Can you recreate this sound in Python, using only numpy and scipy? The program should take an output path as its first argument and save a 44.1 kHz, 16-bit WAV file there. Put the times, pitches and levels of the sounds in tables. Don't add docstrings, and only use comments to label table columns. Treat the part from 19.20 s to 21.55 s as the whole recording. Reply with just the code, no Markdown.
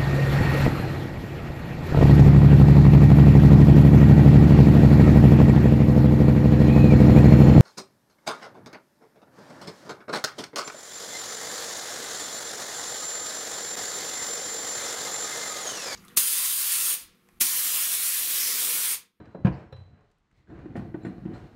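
import sys
import numpy as np
from scipy import signal
from scipy.fft import rfft, irfft
from scipy.io import wavfile
from scipy.ndimage import uniform_filter1d

SR = 44100
rng = np.random.default_rng(int(sys.argv[2]) if len(sys.argv) > 2 else 0)


def convert_level_to_amplitude(level_db):
    exponent = np.asarray(level_db, float) / 20
    return 10 ** exponent


def to_wav(s):
    ch = np.atleast_2d(s).T
    pcm = np.round(np.clip(ch, -1, 1) * 32767)
    wavfile.write(sys.argv[1], SR, pcm.astype(np.int16))


N = 103635

# (frequency [Hz], level [dB], t60 [s])
PLANK_MODES = [(67, -26, 0.13), (92, -2, 0.21), (126.5, 4.5, 0.13), (160.4, 2.5, 0.079),
               (185.8, -0.5, 0.13), (229, 4, 0.084), (264.6, -9, 0.23), (309.7, -1.5, 0.14),
               (336.6, 2.5, 0.077), (436, -15, 0.14), (526.5, -7, 0.047), (604, -36, 0.1),
               (732, -8.5, 0.098), (845, -19, 0.067), (1001, -24, 0.028), (1284, -16.5, 0.04),
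               (1530, -11, 0.012), (1985, -18.5, 0.074), (2417, -21.5, 0.069)]


def unit(x):
    return x / np.sqrt(np.mean(x ** 2))


def fade(t_s, t60_s):
    return np.exp(-np.log(1000) * t_s / t60_s)


def flutter(length, span):
    smooth = uniform_filter1d(rng.standard_normal(length), size=span)
    return unit(uniform_filter1d(smooth, size=span))


def colour(x, table, causal=False):
    hz, db = np.array(table).T
    f = np.maximum(np.fft.rfftfreq(len(x), 1 / SR), 1)
    log_gain = np.log(convert_level_to_amplitude(np.interp(np.log(f), np.log(hz), db)))
    if causal:
        ceps = irfft(log_gain, len(x))
        ceps[1:len(x) // 2] *= 2
        ceps[len(x) // 2 + 1:] = 0
        log_gain = rfft(ceps)
    return irfft(rfft(x) * np.exp(log_gain), len(x))


def ring(modes, extra_db, length):
    hz, db, t60_s = modes
    t = np.arange(length)[:, None] / SR
    partials = convert_level_to_amplitude(db + extra_db) * np.sin(2 * np.pi * hz * t) * fade(t, np.maximum(t60_s, .01))
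    return partials.sum(axis=1)


def add(out, s, x):
    i = max(int(s * SR), 0)
    out[i:i + len(x)] += x[:len(out) - i]


def rub():
    # (time [s], hull boom [dB], planks [dB], surface rasp [dB], fine hiss [dB])
    rub_levels = [(0, -63, -45.5, -53.5, -80.5), (0.131, -59, -59.5, -60.5, -78.5),
                  (.2, -55, -47.5, -70.5, -84.5), (0.299, -29, -41, -43.5, -72.5),
                  (.4, -58, -46, -50.5, -70.5), (.5, -67, -58.5, -61, -84), (0.619, -50, -70.5, -62, -79),
                  (0.722, -58.5, -59.5, -68, -86), (.8, -73, -62, -62.5, -87),
                  (0.901, -74.5, -78.5, -75.5, -86), (1.08, -85.5, -81.5, -90.5, -96.5),
                  (1.18, -62.5, -67, -74, -77), (1.26, -67.5, -74.5, -80.5, -88.5),
                  (1.303, -61, -44.5, -55.5, -76.5), (1.4, -50, -46.5, -52.5, -73.5),
                  (1.53, -66, -42.5, -61, -76.5), (1.597, -40.5, -39, -51, -66.5),
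                  (1.73, -54, -46, -61, -78), (1.8, -64, -42.5, -56, -75), (1.899, -53, -43, -50.5, -71),
                  (1.998, -75, -48.5, -59.5, -75.5), (2.102, -59, -42, -53, -73.5),
                  (2.16, -55, -41, -48, -70), (2.26, -46, -47, -56.5, -71.5), (2.29, -68, -55.5, -58, -73),
                  (2.35, -46, -50.5, -60, -72)]
    # (frequency [Hz], gain [dB])
    rasp_shape = [(240, -23.5), (400, 2), (486, 1.5), (524, -12), (565, -2), (1160, -11), (1580, -10.5),
                  (3000, -25), (3900, -62), (6600, -120)]
    # (frequency [Hz], gain [dB])
    hiss_shape = [(1760, -18), (3000, -8), (4260, -4), (4720, -10.5), (7530, -17), (10100, -27.5),
                  (15500, -28)]
    slips_per_s, slip_spread_db, flutter_db = 1800, 2.5, 1.5
    boom_below_hz = 145

    s, boom_db, plank_db, rasp_db, hiss_db = np.array(rub_levels).T
    t = np.arange(N) / SR
    draw = rng.random((3, N))
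    happens = draw[0] < slips_per_s / SR
    sign = np.sign(draw[1] - .5)
    size = convert_level_to_amplitude(-slip_spread_db * np.log(draw[2] + 1e-4))
    slips = unit(happens * sign * size * convert_level_to_amplitude(flutter_db * flutter(N, 900)))

    modes = np.array(PLANK_MODES).T * np.array([[1], [1], [.5]])
    out = 0
    for part, db in ((modes[0] < boom_below_hz, boom_db), (modes[0] > boom_below_hz, plank_db)):
        body = ring(modes[:, part], 0, SR // 4)
        body = body / np.sqrt(np.sum(body ** 2))
        drive = slips * convert_level_to_amplitude(np.interp(t, s, db))
        out = out + signal.fftconvolve(drive, body)[:N]

    fine = 0.94 * slips + rng.standard_normal(N)
    rasp = unit(colour(fine, rasp_shape)) * convert_level_to_amplitude(np.interp(t, s, rasp_db))
    hiss = unit(colour(fine, hiss_shape)) * convert_level_to_amplitude(np.interp(t, s, hiss_db))
    return out + rasp + hiss


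def hush():
    # (frequency [Hz], gain [dB])
    hush_shape = [(15, -39), (25, 11), (69, -4.5), (188, -10.5), (509, -28), (1140, -21), (7500, -42),
                  (15500, -73.5)]
    return convert_level_to_amplitude(-67) * unit(colour(rng.standard_normal(N), hush_shape))


def strike_wood(spot_hz, length):
    spot_oct, spot_floor_db = 0.29, -23.5
    mode_scatter_db, detune = .8, .004
    push_cycles, swell_cycles = 0.21, 0.73

    hz, db, t60_s = np.array(PLANK_MODES).T
    chance = rng.standard_normal((2, len(hz)))
    octaves = np.log2(hz / spot_hz)
    floor = convert_level_to_amplitude(spot_floor_db) * 2 ** np.minimum(2 * octaves, 0)
    near = np.exp(-.5 * (octaves / spot_oct) ** 2) + floor
    extra_db = 20 * np.log10(near) + mode_scatter_db * chance[1]
    wood = ring((hz * (1 + detune * chance[0]), db, t60_s), extra_db, length)

    push = np.hanning(int(push_cycles / spot_hz * SR) + 3)
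    pushed = -signal.fftconvolve(wood, push / push.sum())[:length]
    t = np.arange(length) / SR
    return pushed * (1 - np.exp(-t * spot_hz / swell_cycles))


def knocks():
    # (time [s], wood [dB], favoured pitch of spot [Hz], crack and clack [dB],
    #         crack and clack tilt [dB/octave], blade [dB], -120 = silent)
    blows = [(0.001, -52, 300, -52.5, -3.5, -72.5), (0.056, -76, 300, -58.5, 4, -84),
             (0.147, -38.5, 392, -43, -6, -71.5), (0.15, -34, 185.3, -50.5, -8, -120),
             (.17, -46.5, 300, -52, -7.5, -120), (.19, -45.5, 300, -57.5, -8, -120),
             (0.2477, -9, 154.5, -35, 3, -120), (0.2534, -23, 170, -33.5, 2, -79.5),
             (0.267, -37, 132, -30.5, 1, -120), (0.277, -27, 300, -35.5, -0.5, -120),
             (0.365, -36.5, 107, -64, -3, -120), (0.525, -33, 106.8, -46.5, 0.5, -56.5),
             (0.563, -51.5, 104, -60, 6.5, -120), (0.59, -38.5, 92, -70.5, 8, -120),
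             (1.301, -43.5, 257.5, -60.5, -6.5, -79), (1.457, -33.5, 350, -54.5, 0.5, -83),
             (1.555, -27, 241, -40, -1, -88), (1.564, -35, 300, -53.5, 9.5, -120),
             (1.575, -30, 176, -44.5, -2, -120), (1.591, -36, 138, -51.5, 1, -120),
             (1.615, -45.5, 205, -52.5, -5, -120), (1.65, -40, 130, -59, -12, -89),
             (1.742, -36, 170, -46.5, -1, -120), (1.744, -27, 336, -46, -4.5, -74),
             (1.849, -29, 300, -40, -1, -61.5), (1.866, -25.5, 215, -46.5, 2, -120),
             (1.893, -54, 247, -67, -9, -76), (2.02, -37.5, 181, -68, 2, -120),
             (2.035, -36, 185, -64, 0, -120), (2.053, -30.5, 257, -62, 7, -120),
             (2.058, -28, 188, -63, 7, -120), (2.059, -34, 332, -74, -11, -120),
             (2.078, -47, 310, -56, -2, -120), (2.094, -36, 310, -70, -2, -120),
             (2.109, -35, 310, -65, -4, -83), (2.126, -45, 307, -60, 2, -120),
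             (2.139, -62, 200, -60, 4, -67)]
    # (frequency [Hz], level [dB], t60 [s])
    blade_early = [(3200, -13, 0.27), (3600, -3, 0.088), (3806, -17.5, .3), (3925, -12, 0.33),
                   (4000, -3, 0.5), (3985, 2, 0.05), (5440, -10.5, 0.089), (6300, -9.5, 0.018),
                   (7520, -13, 0.031), (7200, -24.5, 0.17), (9250, -33, .05)]
    # (frequency [Hz], level [dB], t60 [s])
    blade_late = [(3200, -7.5, 0.027), (3550, -2.5, 0.17), (4140, -3.5, 0.32), (4320, -12, 0.098),
                  (5400, -9, 0.12), (7300, -4, 0.085), (7000, -12, .03)]
    # (frequency [Hz], level [dB], t60 [s])
    handle_early = [(528, 5, 0.11), (726, 0, 0.035), (1021, -6, 0.085), (1300, 1.5, 0.027), (1645, -5, .09),
                    (2004, -19, 0.032), (2425, -14, 0.087)]
    # (frequency [Hz], level [dB], t60 [s])
    handle_late = [(688, 8.5, 0.053), (1158, -2.5, 0.065), (1500, 3.5, 0.058), (1845, 3, 0.063),
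                   (1996, -4.5, 0.034), (2350, -25, 0.15), (2780, -27, 0.032)]
    # (frequency [Hz], gain [dB])
    crack_shape = [(240, -29), (400, -2), (595, -3), (784, -4), (914, -7.5), (1030, -6.5), (1190, -13),
                   (1660, -11), (2150, -22.5), (2510, -19), (3910, -33.5), (11600, -63), (15500, -74.5)]
    late_from_s = 1.27
    crack_t60_s, crack_rise_s, clack_rise_s = 0.083, .0015, .0006
    handle_db, handle_scatter_db = -4.5, 1.5
    blade_scatter_db, flutter_db, flutter_s = .8, 1.5, .005

    out, length = np.zeros(N), SR // 2
    t = np.arange(length) / SR
    crack_hz, shape_db = np.array(crack_shape).T
    for s, wood_db, spot_hz, crack_db, tilt_db, blade_db in blows:
        early = s < late_from_s
        blade = np.array(blade_early if early else blade_late).T
        handle = np.array(handle_early if early else handle_late).T
        wood = strike_wood(spot_hz, length)

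        burst = rng.standard_normal(length) * fade(t, crack_t60_s) * (1 - np.exp(-t / crack_rise_s))
        tilted_db = shape_db + tilt_db * np.log2(crack_hz / 1000)
        crack = 10 * colour(burst, np.c_[crack_hz, tilted_db], causal=True)

        scatter_db = handle_scatter_db * rng.standard_normal(handle.shape[1])
        extra_db = handle_db + scatter_db + tilt_db * np.log2(handle[0] / 1000)
        clack = ring(handle, extra_db, length) * np.minimum(t / clack_rise_s, 1)

        scatter_db = blade_scatter_db * rng.standard_normal(blade.shape[1])
        steel = ring(blade, scatter_db, length) * np.minimum(t / crack_rise_s, 1)
        wander = flutter(length, int(flutter_s * SR)) * np.minimum(t / .03, 1)
        steel = steel * convert_level_to_amplitude(flutter_db * wander)

        add(out, s, convert_level_to_amplitude(wood_db) * wood + convert_level_to_amplitude(crack_db) * (crack + clack) + convert_level_to_amplitude(blade_db) * steel)
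    return out


def shed(x):
    # (centre [Hz], t60 [s], level [dB])
    tail_bands = [(97, 0.48, -13), (300, 0.18, -8), (805, 0.41, -6), (2920, 0.6, -13.5),
                  (7800, 0.23, -10.5)]
    delay_s = 0.0052

    t = np.arange(SR) / SR
    tail = 0
    for hz, t60_s, db in tail_bands:
        band_shape = [(hz / 3, -30), (hz / 1.5, 0), (hz * 1.5, 0), (hz * 3, -30)]
        band = colour(rng.standard_normal(SR), band_shape)
        level = convert_level_to_amplitude(db) / np.sqrt(t60_s * SR / 14)
        tail = tail + level * band * fade(t, t60_s)
    tail = tail * np.clip(t / delay_s - 1, 0, 1)
    return signal.fftconvolve(x, tail)[:N]


def ticks():
    # (time [s], level [dB], pitch [Hz])
    chip_ticks = [(.056, -58, 3975), (0.809, -70, 4950), (0.915, -65.5, 6930), (0.984, -75, 9210),
                  (1.113, -52.5, 1500), (1.114, -71, 6330), (1.391, -65, 6500), (2.045, -63, 4980)]
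    out, t = np.zeros(N), np.arange(SR // 50) / SR
    for s, db, hz in chip_ticks:
        b, a = signal.butter(2, [hz * .6, hz * 1.35], "band", fs=SR)
        click = signal.lfilter(b, a, rng.standard_normal(len(t))) * np.exp(-t / 0.0032)
        add(out, s, convert_level_to_amplitude(db) * click)
    return out


def drags_and_air():
    # (time [s], length [s], resonance [Hz], width of each filter pass [Hz], level [dB])
    resonant_noises = [(.322, 0.04, 4600, 900, -66), (.325, 0.17, 5290, 120, -81.5),
                       (.33, 0.089, 7400, 58, -88), (0.521, 0.016, 10170, 4260, -78),
                       (1.143, 0.12, 2044, 430, -76.5), (1.27, 0.38, 1546, 370, -70),
                       (1.556, 1.1, 11400, 9000, -86), (1.556, 0.046, 7500, 6000, -72.5),
                       (1.4, 0.042, 4250, 450, -80.5), (1.808, 0.1, 4000, 149, -72.5),
                       (1.827, .04, 7250, 151, -76), (1.83, 0.067, 4300, 120, -81),
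                       (1.847, 0.05, 7800, 4500, -72.5), (1.899, 0.12, 4070, 110, -81.5),
                       (2.131, .12, 3330, 3950, -69.5), (2.134, 0.054, 4110, 450, -66),
                       (2.14, 0.06, 7700, 900, -79)]
    out, t = np.zeros(N), np.arange(SR) / SR
    for s, length_s, hz, width_hz, db in resonant_noises:
        b, a = signal.iirpeak(hz, hz / width_hz, fs=SR)
        once = signal.lfilter(b, a, rng.standard_normal(len(t)))
        noise = unit(signal.lfilter(b, a, once))
        envelope = np.minimum(t / 0.0042, 1) * np.exp(-(t / length_s) ** 3)
        add(out, s, convert_level_to_amplitude(db) * noise * envelope)
    return out


def scene():
    near = knocks() + ticks() + drags_and_air() + rub()
    return (near + shed(near) + hush())[None]


def band_limit(x):
    return signal.sosfilt(signal.butter(12, 15820, fs=SR, output="sos"), x)


def record(dry):
    mic_low_hz = 54.3
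    mic = signal.butter(2, mic_low_hz, "high", fs=SR, output="sos")
    mix = signal.sosfilt(mic, dry)
    return band_limit(mix)


dry = scene()
out = record(dry)
to_wav(out)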